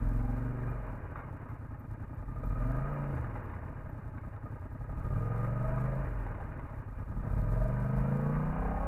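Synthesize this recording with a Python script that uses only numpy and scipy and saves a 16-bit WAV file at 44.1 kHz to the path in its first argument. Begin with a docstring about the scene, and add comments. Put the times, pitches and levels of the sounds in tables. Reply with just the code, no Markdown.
"""All-terrain vehicle on a flooded, frozen trail

A V-twin engine is heard from the rider's seat. Its firing and intake pulses excite resonators: with each
push of the throttle the exhaust drones and the airbox booms; between pushes it sinks to a lumpy idle.
The wheels churn water into spray and ringing bubbles, and break plates of ice. A closed camera housing
muffles all this above about 3 kHz; a faint hiss, thin squeaks and a slight tinkle lie on top."""
import sys
import numpy as np
from scipy import signal
from scipy.fft import rfft, irfft, next_fast_len
from scipy.io import wavfile
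from scipy.ndimage import uniform_filter1d

SR = 44100
rng = np.random.default_rng(int(sys.argv[2]) if len(sys.argv) > 2 else 0)


def generate_wav(signal):
    """Clip the signal to [-1, 1] and save it as 16-bit WAV at the path in sys.argv[1]."""
    frames = np.transpose(np.atleast_2d(signal))
    scaled = np.clip(frames, -1, 1) * 32767
    pcm = np.round(scaled).astype(np.int16)
    wavfile.write(sys.argv[1], SR, pcm)


N = 391166
TIME = np.arange(N) / SR
IDLE_HZ = 11.82  # engine speed in cycles per second; one cycle is two turns of the crank
V_GAP = .385  # share of a cycle between the two cylinders' firings


def amp(db):
    """Decibels to amplitude ratio."""
    return 10 ** (np.asarray(db) / 20)

def unit(x):
    """Normalisation to rms 1."""
    return x / np.sqrt(np.mean(x ** 2) + 1e-20)

def steady(x, size=4200):
    """Normalisation by the running rms, which keeps the beat within each engine cycle."""
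    return x / np.sqrt(abs(uniform_filter1d(uniform_filter1d(x ** 2, size), size)) + 1e-12)

def bell(value, centre, width):
    """Gaussian window: 1 at the centre, 1/e one width away."""
    return np.exp(-((value - centre) / width) ** 2)

def curve(points):
    """Linear interpolation of (time_s, value) points."""
    return np.interp(TIME, *np.transpose(points))

def wander(hz, step=16):
    """Random fluctuation: low-pass noise of rms 1."""
    n = next_fast_len(N // step + 2, True)
    f = np.fft.rfftfreq(n, step / SR)
    slow = irfft(rfft(rng.standard_normal(n)) * bell(f, 0, hz), n)
    return unit(np.interp(np.arange(N) / step, np.arange(n), slow))

def colour(x, points):
    """Spectral shaping by (frequency_hz, gain_db) points."""
    hz, db = np.transpose(points)
    n = next_fast_len(N, True)
    f = np.fft.rfftfreq(n, 1 / SR)
    return irfft(rfft(x, n) * amp(np.interp(np.log(f + 1), np.log(hz), db)), n)[:N]

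def ring(x, modes):
    """Modal superposition: steep parallel resonators of alternating sign."""
    out = np.zeros(len(x))
    for k, (hz, width, db) in enumerate(modes):
        b, a = signal.iirpeak(hz, hz / width, SR)
        out += (-1) ** k * amp(db) * signal.lfilter(b, a, signal.lfilter(b, a, x))
    return out

def bent_ring(x, modes, stretch):
    """Time warping multiplies every modal frequency by the curve stretch."""
    clock = np.cumsum(stretch)
    ticks = np.arange(int(clock[-1]) + 1)
    return np.interp(clock, ticks, ring(np.interp(ticks, clock, x), modes))

def add(mix, start_s, peak_db, sound):
    """Superposition of one event at a given peak level."""
    part = mix[round(start_s * SR):][:len(sound)]
    part += (amp(peak_db) * sound / abs(sound).max())[:len(part)]

def strokes(cycles, lag, second_gain, uneven):
    """Impulse train: one click of random strength per cylinder and cycle, lag cycles after firing."""
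    out = np.zeros(N)
    for offset, gain in ((lag, 1), (lag + V_GAP, second_gain)):
        at = np.flatnonzero(np.diff(np.floor(cycles - offset)) > 0)
        out[at] += gain * np.exp(uneven * rng.standard_normal(N))[at]
    return out

def puffs(clicks, decay_s):
    """Turbulence: an exponentially decaying noise burst after each click, at a running rms of 1."""
    envelope = signal.lfilter([1], [1, -np.exp(-1 / (decay_s * SR))], clicks)
    return steady(envelope * rng.standard_normal(N))

def scatter(x, decay_s, wet, count=40):
    """Early reflections from bodywork, water and banks."""
    delay_s = rng.uniform(.00099, .03, count)
    taps = np.zeros(SR // 10)
    taps[(delay_s * SR).astype(int)] = rng.choice([-1, 1], count) * np.exp(-delay_s / decay_s)
    return x + wet * signal.oaconvolve(x, taps / np.linalg.norm(taps))[:N]

def speed_gain(speed, base_db, doubling_db, drift_db):
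    """Power law: the level moves from base_db by doubling_db per octave above idle, and drifts."""
    return amp(base_db + doubling_db * np.log2(speed / IDLE_HZ) + drift_db * wander(hz=8.3))


# Throttle pushes and the level each adds to the engine's parts:
# open_s, shut_s, drone_db, bark_db, hollow_db, rasp_db, clatter_db, overrun_db
THROTTLE_PUSHES = [(-0.4, 0.702, 8, -9, 8, 0, 2.5, -7), (2.163, 3.092, 8.5, -5.5, 5, 1.5, 12, 10),
                   (4.75, 5.975, 11.5, -1.5, 0.5, 5, 11.5, 7), (6.958, 8.086, 12.5, 1, 1.5, 6.5, 7.5, 5.5),
                   (7.89, 9.2, 15.5, 4, 5.5, 2.5, 7, 0)]

def throttle(open_s=.37, shut_s=.093, overrun_peak_s=.066, clatter_fade_s=.15):
    """Control envelopes: the throttle opens gently and snaps shut, and a swell of chug follows."""
    pushes = np.array(THROTTLE_PUSHES)
    since_open, since_shut = TIME - pushes[:, :1], TIME - pushes[:, 1:2]
    gates = np.clip(since_open / open_s, 0, 1) * np.clip(1 - since_shut / shut_s, 0, 1)
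    gates /= np.maximum(gates.sum(0), 1)
    exhaust_db = pushes[:, 2:6].T @ gates
    clatter_db = pushes[:, 6] @ (gates * np.clip(-since_shut / clatter_fade_s, 0, 1) ** .5)
    after = np.maximum(since_shut, 0) / overrun_peak_s
    overrun_db = pushes[:, 7] @ (after * np.exp(1 - after))
    return gates.sum(0), exhaust_db, clatter_db, overrun_db

def pipe(cycles):
    """Pipe resonance reinforces harmonics 5 to 8 of both cylinders."""
    return sum(np.cos(2 * np.pi * order * (cycles - lag)) for order in range(5, 9) for lag in (0, V_GAP))


# Resonances of the silencer and pipe: pitch_hz, width_hz, gain_db
DRONE_MODES = [(114.4, 52.5, 0.5), (151.1, 36.6, -7), (389, 93, -22.5)]
BARK_MODES = [(187.4, 34, -6.5)]
TAILPIPE_MODES = [(247.5, 63, -11), (288.7, 23, -12.5)]
RASP_MODES = [(466, 69, 2), (614, 136, 3), (801.6, 50, 0), (970.6, 23, 4.5), (1130, 240, -12),
              (1290, 500, -14.5), (1554, 26, -2.5), (1980, 380, -32.5), (2360, 42, -31)]

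def exhaust(cycles, speed, idle, load, opening, exhaust_db):
    """Source and filter: firing pulses ring the silencer, and the gas behind them rasps in the pipe."""
    drone_db, bark_db, hollow_db, rasp_db = exhaust_db
    firings = strokes(cycles, lag=0, second_gain=1.2, uneven=.07 + .17 * idle)
    pulses = steady(firings)
    roughness = .2 + .3 * idle + .35 * (1 - opening)
    gas = pulses + roughness * puffs(firings, decay_s=.01)
    heat = 1 + .0075 * np.maximum(speed - 28.3, 0)  # hot gas raises the resonances at high revs
    outrun_db = 1.83 * np.maximum(speed - 27.44, 0)  # the drone outruns the silencer and fades
    piped = gas + .051 * load * pipe(cycles)
    drone = steady(bent_ring(piped, DRONE_MODES, heat) + amp(bark_db) * ring(piped, BARK_MODES))
    drone *= speed_gain(speed, -47.5 + drone_db - outrun_db, doubling_db=2.38, drift_db=1)
    hollow = steady(ring(gas, TAILPIPE_MODES))
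    hollow *= speed_gain(speed, -57 + hollow_db, doubling_db=2.5, drift_db=1.5)
    blast = scatter(pulses + (.1 + .8 * idle) * puffs(firings, decay_s=.014), decay_s=.011, wet=1.2)
    rasp = steady(bent_ring(blast, RASP_MODES, heat * (1 + .0089 * wander(hz=5))))
    rasp *= speed_gain(speed, -63 + rasp_db, doubling_db=8.9, drift_db=.86)
    return drone - hollow + rasp


# Resonances driven by the intake: pitch_hz, width_hz, gain_db
AIRBOX_MODES = [(44.6, 9.6, 5), (24, 6.2, -16.5)]
CHUG_MODES = [(89.4, 50, 9.5), (160, 55, -11.5), (211, 86, -18), (305.4, 78, -11)]
# Envelope of the airbox boom: time_s, level_db
BOOM_LEVELS = [(0.0, -27.5), (0.3, -33.5), (0.55, -40.5), (0.75, -36), (0.95, -46.5), (1.6, -51),
               (2.25, -43.5), (2.47, -33), (2.72, -32.5), (2.88, -39), (3.6, -46.5), (4.7, -46.5),
               (5.08, -36.5), (5.28, -43), (5.75, -35.5), (6.2, -35.5), (6.5, -45.5), (7.0, -43.5),
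               (7.3, -33.5), (7.62, -30.5), (7.76, -36), (7.83, -30.5), (7.9, -47), (7.98, -28), (8.1, -41),
               (8.87, -33.5)]

def intake(cycles, speed, idle, opening, overrun_db):
    """Cavity resonance: each gulp of air before a firing sets the airbox booming and thumps the frame."""
    gulps = strokes(cycles, lag=.79, second_gain=.86, uneven=.054 + .26 * idle)
    boom = steady(ring(steady(gulps) + (.45 + .5 * idle) * puffs(gulps, decay_s=.041), AIRBOX_MODES))
    chug = steady(ring(steady(gulps) + .45 * puffs(gulps, decay_s=.008), CHUG_MODES))
    boom *= amp(curve(BOOM_LEVELS) + wander(hz=17))
    lug_db = -11.5 + 13 * bell(speed, centre=13, width=20)  # throttle smooths the chug, save at low revs
    chug *= speed_gain(speed, -43 + opening * lug_db + overrun_db, doubling_db=-.58, drift_db=1.2)
    return boom + chug


# Resonances of the gears in their casing, and of the panels: pitch_hz, width_hz, gain_db
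GEAR_MODES = [(644, 88, 2.5), (855, 130, 0), (967, 61, -2.5), (1606, 130, -8.5), (1816, 120, -9.5)]
PANEL_MODES = [(1380, 150, -1.5), (1543, 150, 1.5), (1823, 150, -11), (2138, 110, -13.5), (2373, 50, -4),
               (2805, 64, -12.5)]

def bodywork(cycles, speed):
    """Forced vibration: each firing makes the gears thrash and the panels buzz; revs swell the buzz."""
    firings = strokes(cycles, lag=0, second_gain=1.1, uneven=.12)
    thrash = steady(ring(puffs(firings, decay_s=.016), GEAR_MODES))
    thrash *= amp(-60.5 + wander(hz=8.3))
    buzz = steady(ring(scatter(firings, decay_s=.012, wet=1.5), PANEL_MODES))
    buzz *= speed_gain(speed, -71, doubling_db=9.4, drift_db=1)
    return thrash + buzz


# Resonances of the engine casing: pitch_hz, width_hz, gain_db
CASING_MODES = [(1237, 43.7, 8), (1336, 55, -6), (2403, 47, -17)]
# Single hard knocks: start_s, peak_db
HARD_KNOCKS = [(0.678, -39), (0.724, -37.5), (2.358, -40.5), (2.432, -35), (4.236, -50), (4.363, -42.5),
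               (4.454, -40.5), (4.891, -41), (7.233, -39.5), (7.3, -39.5)]

def casing(cycles, speed, clatter_db):
    """Impact excitation: every firing knocks the casing, which rings briefly; a few knocks stand out."""
    knocks = strokes(cycles, lag=.01, second_gain=1.1, uneven=.2)
    rattle = steady(knocks) + .35 * puffs(knocks, decay_s=.012)
    out = steady(bent_ring(rattle, CASING_MODES, 1 + .009 * wander(hz=9.5)))
    out *= speed_gain(speed, -63.5 + clatter_db, doubling_db=1.2, drift_db=.43)
    t = np.arange(SR // 8) / SR
    for start_s, peak_db in HARD_KNOCKS:
        blow = rng.standard_normal(len(t)) * np.exp(-t / .0011)
        add(out, start_s, peak_db, unit(ring(blow, CASING_MODES)) + 1.1 * unit(ring(blow, RASP_MODES)))
    return out


# Spectrum of the gas rumble: frequency_hz, gain_db
RUMBLE_SPECTRUM = [(8, -3), (18, 6.5), (30, 2.5), (65, -2.5), (95, -2.5), (160, -16), (300, -63.5)]

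def rumble(cycles, speed, opening):
    """Flow noise and imbalance: gas rumbles under throttle; the crank shakes the frame once a turn."""
    gas = unit(colour(rng.standard_normal(N), RUMBLE_SPECTRUM)) * amp(-54.5 + 10.5 * opening)
    shake_db = -81 + 27.5 * np.log2(speed / IDLE_HZ)
    return gas + unit(np.sin(2 * np.pi * 2 * cycles)) * amp(shake_db)

def bubbles(per_s, spread_db, pitches=36):
    """Damped oscillators: bubbles and bits of slush ring as short rising chirps, a few of them loud."""
    out, t = np.zeros(N), np.arange(1500) / SR
    events = int(per_s * N / SR / pitches)
    for hz in np.geomspace(450, 2800, pitches):
        onsets = np.zeros(N)
        onsets[rng.integers(0, N, events)] = amp(spread_db * np.minimum(rng.exponential(1, events), 4))
        periods = hz * t
        chirp = np.sin(2 * np.pi * periods * (1 + .0032 * periods)) * np.exp(-periods / 7)
        out += hz * signal.oaconvolve(onsets, chirp)[:N]
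    return unit(out)


# Spectrum of churned water: frequency_hz, gain_db
WATER_SPECTRUM = [(150, -27), (300, 2), (450, 1), (620, 1), (730, -9), (830, -0.5), (1100, -1.5),
                  (1400, -5.5), (1650, -2.5), (2000, -12.5), (2400, -15.5), (2850, -25.5), (3150, -25.5),
                  (4000, -68)]
# Base level of the churning water, swelling with the later throttle pushes: time_s, level_db
CHURN_LEVELS = [(0, -59), (1.05, -58), (1.4, -57), (1.8, -59), (2.3, -56), (2.7, -51.5), (3.4, -56.5),
                (3.8, -57.5), (4.3, -57), (4.8, -56), (5.3, -51.5), (5.9, -54.5), (6.3, -56.5), (6.7, -57),
                (7, -57.5), (7.5, -53.5), (8.87, -58)]

def water(speed, lag_s=.45, doubling_db=8, slosh_db=1.27):
    """Relaxation: the wheels churn up spray and bubbles, whose level lags behind the engine speed."""
    spray = unit(colour(rng.standard_normal(N), WATER_SPECTRUM))
    froth = unit(colour(bubbles(per_s=1000, spread_db=3.5), WATER_SPECTRUM))
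    octaves = np.log2(speed / IDLE_HZ)
    pole = np.exp(-1 / (lag_s * SR))
    stirred = octaves[0] + signal.lfilter([1 - pole], [1, -pole], octaves - octaves[0])
    level_db = curve(CHURN_LEVELS) + doubling_db * stirred + slosh_db * wander(hz=21.9)
    return unit(spray + .55 * froth) * amp(level_db)


# Spectrum of the hiss: frequency_hz, gain_db
HISS_SPECTRUM = [(2000, -41), (3200, 0.5), (3700, 2.5), (5500, -1), (9000, 2), (12000, 1.5), (14000, 3.5)]
# Its brief flares: centre_s, boost_db
HISS_FLARES = [(.39, 1), (2.72, 1), (3.17, 3), (5.37, 3), (5.45, 3), (5.81, 3), (7.53, 3.5), (7.61, 2),
               (7.69, 3), (7.85, 3), (7.99, 2.5)]

def hiss(sound):
    """Amplitude modulation: a faint grainy hiss follows the sound's envelope, above a constant floor."""
    envelope = np.sqrt(abs(uniform_filter1d(sound ** 2, size=1500)))
    grain = rng.standard_normal(N) * amp(2.4 * wander(hz=302) + .7 * wander(hz=8.9))
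    flare_db = sum(db * bell(TIME, centre_s, width=.03) for centre_s, db in HISS_FLARES)
    return unit(colour(grain, HISS_SPECTRUM)) * (amp(-86.5) + amp(-42 + flare_db) * envelope)


# Overtones of the engine cycle that sing out: centre_s, half_length_s, harmonic, level_db
HOWL_SWELLS = [(0.194, 0.27, 11, -46), (0.284, 0.089, 35, -53.5), (0.298, 0.21, 21, -54),
               (0.595, 0.2, 16, -56.5), (0.598, 0.14, 19, -60), (0.693, 0.057, 52, -58),
               (2.664, 0.11, 11, -46.5), (2.668, 0.1, 27, -48.5), (2.807, 0.13, 24, -57),
               (2.94, 0.11, 19, -53), (2.827, 0.066, 45, -58), (2.93, 0.062, 42, -52.5),
               (2.95, 0.074, 18, -62), (3.06, 0.077, 21, -58), (5.438, 0.31, 21, -50.5),
               (5.5, 0.33, 34, -59.5), (5.496, 0.068, 24, -55), (5.652, 0.079, 27, -72),
               (5.7, 0.12, 26, -48.5), (5.756, 0.044, 39, -51), (5.93, 0.084, 21, -46.5),
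               (5.455, 0.085, 52, -49.5), (5.642, 0.079, 50, -54), (7.63, 0.12, 40, -57),
               (7.695, 0.19, 32, -71), (7.806, 0.11, 61, -59), (8.0, .15, 37, -59),
               (8.06, 0.063, 50, -53.5), (7.584, 0.12, 27, -50), (7.597, 0.078, 21, -52),
               (7.633, 0.059, 26, -47), (7.88, 0.16, 26, -52), (8.044, 0.21, 24, -58),
               (8.055, 0.39, 18, -49.5), (8.082, 0.098, 21, -50), (8.125, 0.22, 8, -44),
               (8.284, 0.39, 34, -55.5), (8.29, 0.22, 16, -48.5), (8.472, 0.1, 21, -50),
               (8.657, 0.078, 14, -47), (8.68, 0.23, 24, -48), (8.72, .22, 22, -53), (8.7, .2, 27, -53.5),
               (8.62, 0.17, 32, -53.5), (8.835, 0.074, 32, -49), (8.336, .15, 39, -52.5),
               (8.414, 0.34, 29, -54.5), (8.78, 0.13, 23, -55), (8.81, 0.11, 37, -61),
               (8.856, 0.051, 16, -46)]

def howls(cycles, throb=.6, rough=.25):
    """Resonance: at the listed times a harmonic swells, as on meeting a mode of pipe or bodywork."""
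    out = np.zeros(N)
    shaken = cycles + .0018 * wander(hz=45)  # uneven combustion jitters the phase
    for centre_s, half_s, harmonic, db in HOWL_SWELLS:
        on = abs(TIME - centre_s) < 2 * half_s
        tone = np.sin(2 * np.pi * (harmonic * shaken[on] + rng.random()))
        out[on] += amp(db) * bell(TIME[on], centre_s, half_s) * tone
    modulation = 1 + throb * np.cos(2 * np.pi * (cycles - V_GAP)) + rough * wander(hz=91)
    return np.sqrt(2) * out * modulation

def lull(cycles, idle):
    """Decay between pulses: the gain dips in the long wait between firings, deeper at low revs."""
    depth_db = -10 * (.1 + .9 * idle) * (1 + .35 * wander(hz=8))
    return amp(depth_db * bell((cycles - .26) % 1, centre=.49, width=.11))  # 3/4 through the cycle


# Faint squeaks: centre_s, peak_db
SQUEAK_EVENTS = [(.7, -64), (1.18, -70), (1.5, -66), (1.8, -62), (2.15, -69), (2.46, -62), (2.94, -65),
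                 (3.44, -66), (3.9, -67), (4.46, -72), (4.73, -70)]
# Their resonances: pitch_hz, width_hz, gain_db
SQUEAK_MODES = [(11850, 200, -11), (13200, 300, 2), (14500, 450, 0)]

def squeaks(half_length_s=.011):
    """Narrow-band noise: brief bursts make thin squeaks far above the engine's range."""
    out, t = np.zeros(N), np.arange(SR // 10) / SR
    middle_s = t.mean()
    for centre_s, peak_db in SQUEAK_EVENTS:
        burst = rng.standard_normal(len(t)) * bell(t, middle_s, half_length_s)
        add(out, centre_s - middle_s, peak_db, ring(burst, SQUEAK_MODES))
    return out


# Ice plates breaking and knocking on the wheels: start_s, level_db, pitch_hz, crumb_share
ICE_BREAKS = [(1.154, -32, 1124, 0.78), (1.188, -37, 1100, .8), (1.486, -42, 1080, .7),
              (2.033, -48, 1200, .4), (3.102, -42, 860, .4), (3.17, -37, 830, .5), (3.242, -36, 1185, 0.26),
              (3.353, -39, 1010, 0.55), (3.495, -41, 860, .4), (3.534, -37, 1010, .4),
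              (4.173, -43.5, 1140, 0.61), (5.774, -36, 1140, .8), (6.262, -37, 815, .25),
              (6.344, -42, 1030, 0.23), (6.4, -36.5, 820, 0.82), (6.59, -39, 1020, 0.26),
              (6.687, -42, 1050, .5), (8.349, -32.5, 1124, 0.51)]
# Resonances of a plate: pitch_ratio, width_hz, gain_db
PLATE_MODES = [(1, 170, 3), (1.48, 190, -4.5), (1.9, 218, -4.5)]

def ice(run_s=.0061, stop_s=.01, crumb_t60_s=.35, snaps_per_s=1200):
    """Brittle fracture: a crack runs in quick snaps that ring the plate, then the crumbs die away."""
    out, t = np.zeros(N), np.arange(SR // 3) / SR
    hardest_db = max(db for _, db, _, _ in ICE_BREAKS)
    for start_s, db, hz, crumbs in ICE_BREAKS:
        treble_db = -10.5 - 4.5 * (hardest_db - db)  # softer breaks are duller
        snaps = rng.standard_normal(len(t)) * (.6 + 3 * (rng.random(len(t)) < snaps_per_s / SR))
        snaps *= np.exp(-np.maximum(t - run_s, 0) / stop_s) + crumbs * amp(-60 * t / crumb_t60_s)
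        crack = ring(snaps, [(hz, 1100, 0), (1900, 900, treble_db)])
        plate = ring(snaps, [(hz * ratio, width, gain_db) for ratio, width, gain_db in PLATE_MODES])
        add(out, start_s, db, crack + plate)
    return signal.sosfilt(signal.butter(4, 2400, fs=SR, output="sos"), out)


# Engine speed: time_s, cycle_rate_hz
ENGINE_SPEED = [(0.0, 20.57), (0.2, 22.54), (0.5, 24.03), (0.75, 23.8), (1.0, 18.02), (1.15, 13.76),
                (1.3, 10.87), (1.75, 10.2), (2.2, 10.55), (2.38, 12.25), (2.6, 22.03), (2.88, 28.71),
                (3.08, 28.33), (3.35, 19.72), (3.8, 11.76), (4.0, 10.57), (4.3, 10.3), (4.78, 10.61),
                (5.0, 13.69), (5.2, 21.16), (5.4, 23.3), (5.82, 25.35), (6.0, 27.13), (6.12, 22.97),
                (6.4, 15.79), (6.62, 13.69), (6.9, 9.5), (7.08, 10.69), (7.25, 14.38), (7.45, 20.75),
                (7.62, 23.95), (8.0, 26.33), (8.43, 30.5), (8.87, 34.7)]

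def scene():
    """Superposition: the engine's parts, locked to one crank phase, add to the water and the ice."""
    speed = curve(ENGINE_SPEED)
    opening, exhaust_db, clatter_db, overrun_db = throttle()
    idle = np.clip((21 - speed) / 10, 0, 1)  # a slow engine fires less evenly
    cycles = np.cumsum(speed * (1 + (.002 + .005 * idle) * wander(hz=26))) / SR
    acceleration = uniform_filter1d(np.gradient(speed, TIME), size=8000)
    load = opening * (1 - idle) ** 2 / (1 + (acceleration / 30) ** 2)  # the wheels hold the engine back
    engine = exhaust(cycles, speed, idle, load, opening, exhaust_db) + howls(cycles)
    engine += bodywork(cycles, speed)
    engine += intake(cycles, speed, idle, opening, overrun_db)
    engine += casing(cycles, speed, clatter_db)
    engine *= lull(cycles, idle)
    return (engine + rumble(cycles, speed, opening) + water(speed) + ice())[None]


# Peaks and dips of the camera housing: pitch_hz, width_hz, gain_db
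HOUSING_MODES = [(816, 63, 1.5), (1576, 110, -0.5), (1710, 59, -8.5), (2315, 95, -8), (2396, 42, 1.5),
                 (2645, 150, -4.5), (2785, 120, 0)]

def housing(x):
    """Enclosure resonance: the closed case colours the sound with narrow peaks and dips."""
    for hz, width, db in HOUSING_MODES:
        x = x + (amp(db) - 1) * signal.lfilter(*signal.iirpeak(hz, hz / width, SR), x)
    return x


# A faint tinkling ring near 3.7 kHz, heard mostly on the ice cracks: pitch_hz, width_hz, gain_db
TINKLE_MODES = [(3700, 390, 5)]

def record(dry, muffle_hz=2900, edge_hz=14700):
    """Low-pass filtering: the housing muffles the treble. A tinkle, hiss and squeaks lie on top."""
    coloured = housing(dry[0])
    wall = signal.cheby1(12, .3, muffle_hz, fs=SR, output="sos")
    sound = signal.sosfilt(wall, coloured) + ring(coloured, TINKLE_MODES)
    band_edge = signal.ellip(10, .1, 80, edge_hz, fs=SR, output="sos")
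    return signal.sosfilt(band_edge, sound + hiss(sound) + squeaks())[None]


dry = scene()
out = record(dry)
generate_wav(out)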